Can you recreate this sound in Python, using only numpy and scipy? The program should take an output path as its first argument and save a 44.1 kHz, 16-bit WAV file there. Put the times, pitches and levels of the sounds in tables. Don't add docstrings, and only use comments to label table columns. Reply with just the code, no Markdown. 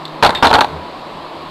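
import sys
import numpy as np
from scipy import signal
from scipy.fft import rfft, irfft
from scipy.io import wavfile
from scipy.ndimage import uniform_filter1d

SR = 44100
rng = np.random.default_rng(int(sys.argv[2]) if len(sys.argv) > 2 else 0)


def inscribe(sig):
    pcm = np.round(np.clip(np.atleast_2d(sig).T, -1, 1) * 32767)
    wavfile.write(sys.argv[1], SR, pcm.astype(np.int16))


N = 66150


def amp(db):
    return 10 ** (np.asarray(db) / 20)


def unit(x):
    return x / np.sqrt(np.mean(x ** 2) + 1e-20)


def read(points, hz):
    f, value = np.transpose(points)
    return np.interp(np.log(hz + 1), np.log(f + 1), value)


def add(mix, start_s, sound):
    part = mix[max(round(start_s * SR), 0):][:len(sound)]
    part += sound[:len(part)]


def noise(spectrum, size):
    gain = amp(read(spectrum, np.fft.rfftfreq(size, 1 / SR)))
    return unit(irfft(rfft(rng.standard_normal(size)) * gain, size))


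def fade(t, t60):
    return np.exp(-np.log(1000) * t / t60)


def burst(spectrum, t60, size=12000):
    return noise(spectrum, size) * fade(np.arange(size) / SR, t60)


def ring(modes, spread_db, t60_scale=1, size=12000):
    hz, db, t60 = np.transpose(modes)[:, :, None]
    t = np.arange(size) / SR
    weight = rng.choice([-1, 1], hz.shape) * amp(db + spread_db * rng.standard_normal(hz.shape))
    return (weight * fade(t, t60 * t60_scale) * np.sin(2 * np.pi * hz * t)).sum(0)


def colour(x, response, size=2048):
    log_gain = np.log(amp(read(response, abs(np.fft.fftfreq(size, 1 / SR)))))
    taps = np.fft.ifft(np.exp(np.conj(signal.hilbert(log_gain)))).real
    return signal.fftconvolve(x, taps[:size // 2])[:N]


def saturate(x, knee=4.2):
    return x / (1 + abs(x) ** knee) ** (1 / knee)


def ventilation():
    # f/Hz, level/dB
    air_spectrum = [(25, -8), (50, -29), (80, -20.5), (115, -12.5), (160, -6), (215, -4), (330, -1),
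                    (430, -4.5), (650, 0), (880, -1.5), (1040, 2), (1450, -12), (2200, -14.5),
                    (3200, -15.5), (4200, -14.5), (5000, -19.5), (6000, -28), (8000, -23.5), (9700, -28),
                    (12500, -27)]
    # f/Hz, level/dB, width/Hz
    fan_tones = [(77.2, -52, 3), (156, -44.5, 2.9), (333.8, -43.5, 24), (981, -40, 14), (1093, -44, 12)]
    cells = signal.stft(noise(air_spectrum, N), nperseg=1024, noverlap=768)[2]
    patches = uniform_filter1d(rng.standard_normal(cells.shape), size=8, axis=0)
    patch_db = unit(uniform_filter1d(patches, size=12, axis=1))
    air = signal.istft(cells * amp(patch_db), nperseg=1024, noverlap=768)[1][:N]
    f = np.fft.rfftfreq(N, 1 / SR)
    hum = np.zeros(N)
    for hz, db, width in fan_tones:
        band = np.exp(-2 * ((f - hz) / width) ** 2)
        hum += amp(db) * unit(irfft(rfft(rng.standard_normal(N)) * band, N))
    return amp(-29) * unit(air) + hum


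def workshop(x):
    # f/Hz, t60/s
    room_decay = [(60, 0.77), (250, 1), (1000, 0.62), (4000, 0.29), (12000, 0.62)]
    hz, t, cells = signal.stft(rng.standard_normal(SR), SR, nperseg=256)
    tail = signal.istft(cells * fade(t, read(room_decay, hz)[:, None]), SR, nperseg=256)[1][:SR]
    early = rng.standard_normal(SR) * fade(np.arange(SR) / SR, t60=0.083)
    echo = amp(-22.5) * tail / np.linalg.norm(tail) + amp(-15) * early / np.linalg.norm(early)
    return signal.fftconvolve(x, echo)[:N]


def slide():
    # t/s, level/dB
    swell = [(.62, -87), (.675, -35), (.77, -30.5), (.83, -43), (.9, -82)]
    # f/Hz, level/dB
    rub_spectrum = [(30, -28), (60, -22), (78, 11.5), (110, -23), (155, 11), (210, -6), (500, 0.5),
                    (1100, -15), (1600, -31), (6000, -31), (12000, -48)]
    level_db = np.interp(np.arange(N) / SR, *np.transpose(swell))
    return noise(rub_spectrum, N) * amp(level_db)


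def fitting():
    # f/Hz, level/dB, t60/s
    modes = [(2410, -7, 0.056), (3260, -6, 0.045), (5227, 1, 0.063), (5810, -3, 0.058)]
    out = np.zeros(N)
    add(out, start_s=0.429, sound=amp(-4.5) * ring(modes, spread_db=1.5))
    return out


def rod():
    # t/s, ring level/dB, tick level/dB, clank level/dB
    touches = [(.0535, -23, -12, -36), (.0795, -53, -22, -42), (.3494, -1, -5, -7.5),
               (.3740, -11.5, -19, -13.5)]
    # f/Hz, level/dB, t60/s
    modes = [(1610, -18, 0.19), (2050, -20, 0.22), (3330, -11, 0.14), (3607, 1, 0.11), (3665, -2, 0.27),
             (7700, -8, 0.11), (11410, -23, .07)]
    # f/Hz, level/dB
    tick_spectrum = [(300, -35), (2600, -37), (3500, 2.5), (4200, 2.5), (4900, -8), (6200, -17),
                     (8000, -12), (9500, -20), (12000, -13)]
    # f/Hz, level/dB
    clank_spectrum = [(200, -15), (900, 2), (1300, -20), (1750, 3.5), (2300, -9), (3200, -6.5), (4500, -6),
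                      (6000, -25), (12000, -18)]
    out = np.zeros(N)
    for start_s, ring_db, tick_db, clank_db in touches:
        ringing = amp(ring_db - 15.5) * ring(modes, spread_db=1.5)
        tick = amp(tick_db - 7.5) * burst(tick_spectrum, t60=0.032)
        clank = amp(clank_db - 10.5) * burst(clank_spectrum, t60=0.16)
        add(out, start_s, ringing + tick + clank)
    return out


def grind(slips_per_s=900, size=8192):
    # t/s, length/s, level/dB
    spells = [(.229, 0.044, -17), (0.436, 0.035, -17.5), (.490, .022, -22), (.531, 0.025, -26)]
    # f/Hz, level/dB
    slip_spectrum = [(200, -16), (1000, -7), (2000, -14), (3000, -16), (3700, 3), (4300, 2), (5100, -11),
                     (6400, -19), (13000, -20)]
    out = np.zeros(N)
    t = np.arange(size) / SR
    for start_s, length_s, db in spells:
        slipping = rng.random(size) < slips_per_s / SR
        impulses = slipping * rng.standard_normal(size)
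        slips = signal.fftconvolve(impulses, burst(slip_spectrum, t60=0.012))[:size]
        progress = np.minimum(t / length_s, 1)
        arch = np.sqrt(np.sin(np.pi * progress).clip(0))
        add(out, start_s, amp(db) * arch * unit(slips))
    return out


def clamp():
    # t/s, blow level/dB, click level/dB, factor on the ring time
    knocks = [(0.2258, 13.5, -14, 1.05), (0.2338, -11, 9.5, 0.46), (0.2372, 4.5, 0, 0.57),
              (.2478, 12.5, 15, 0.56), (.2545, 9, -21, 0.31), (.2600, -2, 0.5, 0.9),
              (0.2637, -6.5, 9, 0.63), (.2710, -29, -2.5, 0.61), (0.2758, -15, -9.5, 0.38),
              (0.2928, -2, -3, 0.77), (0.3059, -10.5, -7.5, .5), (0.3263, -21, -27, 2.2),
              (0.4254, 10.5, -8, .9), (.4330, 0, -4, 1.97), (.4440, 9.5, -6, 1.31), (.4530, 3.5, 3, 0.62),
              (.4580, -1, 2, .9), (0.4699, 2, 10, 0.82), (0.4807, -12, -9, 0.43), (0.503, -10, -18, 0.9),
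              (0.5119, 4, -6, 0.48), (.5292, 2, 4, 0.99), (0.5388, 1.5, 9, 0.87), (0.5451, 5.5, 9, .8),
              (.5528, -6.5, 7, 0.86), (.5560, 3.5, -18, 0.93), (.5765, -13.5, -29, 0.83),
              (.5848, -2.5, -23, 0.7), (.5890, 2, -3, 0.61), (.6080, 0.5, 11, 0.64), (0.6123, 5, 3.5, .7),
              (.6355, -29, -19, 0.24), (.6450, -5.5, -11, 0.47)]
    # f/Hz, level/dB, t60/s
    fixture_modes = [(255.7, -19, 0.11), (314, -15, 0.071), (458.4, -13.5, 0.1), (595, -10, 0.11),
                     (648, -13, 0.077), (714.6, -11, 0.11), (785.2, -1, 0.063), (831.5, -10.5, 0.14),
                     (880.7, 0.5, 0.06), (943.7, -0.5, 0.053), (1004.3, -12, 0.098), (1162, -13, 0.088),
                     (1336, -9.5, 0.059), (1548, -8.5, 0.042), (3030, -31, 0.042)]
    # f/Hz, level/dB
    stand_spectrum = [(30, -45), (100, -35), (250, -16.5), (500, -8), (850, -6.5), (1400, -1), (2200, -19),
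                      (4000, -46), (6000, -29), (13000, -25.5)]
    # f/Hz, level/dB
    edge_spectrum = [(200, -22), (1000, 6), (2000, -3.5), (3000, -4), (3600, 1.5), (4200, 2.5), (5000, -10),
                     (6200, -13), (8000, -9), (13000, -20)]
    out = np.zeros(N)
    push_s = 0.00029
    push_age = np.arange(600) / SR / push_s
    blow_push = amp(3.5) * np.sin(np.pi * push_age / 2) * np.exp(-push_age / 2)
    for start_s, blow_db, click_db, t60_scale in knocks:
        fixture = amp(-5) * ring(fixture_modes, spread_db=4, t60_scale=t60_scale)
        stand = amp(-4.5) * burst(stand_spectrum, t60=0.051 * t60_scale)
        crack = amp(-0.5) * burst(edge_spectrum, t60=0.0056)
        click = amp(-4.5) * burst(edge_spectrum, t60=0.018)
        add(out, start_s, amp(blow_db) * (fixture + stand) + amp(click_db) * (crack + click))
        add(out, start_s, amp(blow_db) * blow_push)
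    return out


def scene():
    metal = clamp() + grind() + rod() + fitting() + slide()
    return (metal + workshop(metal) + ventilation())[None]


def record(dry):
    # f/Hz, level/dB
    response = [(20, -4.5), (70, 0.5), (1000, -1.5), (4300, -1), (5500, -8.5), (7000, -11), (10000, -15.5),
                (12500, -13.5)]
    ceiling, bias, cutoff_hz = 0.75, 0.064, 12700
    clipped = ceiling * (saturate(dry[0] / ceiling + bias) - saturate(bias))
    low_pass = signal.firwin(511, cutoff_hz, window=("kaiser", 9), fs=SR)
    return signal.fftconvolve(colour(clipped, response), low_pass, "same")[None]


dry = scene()
out = record(dry)
inscribe(out)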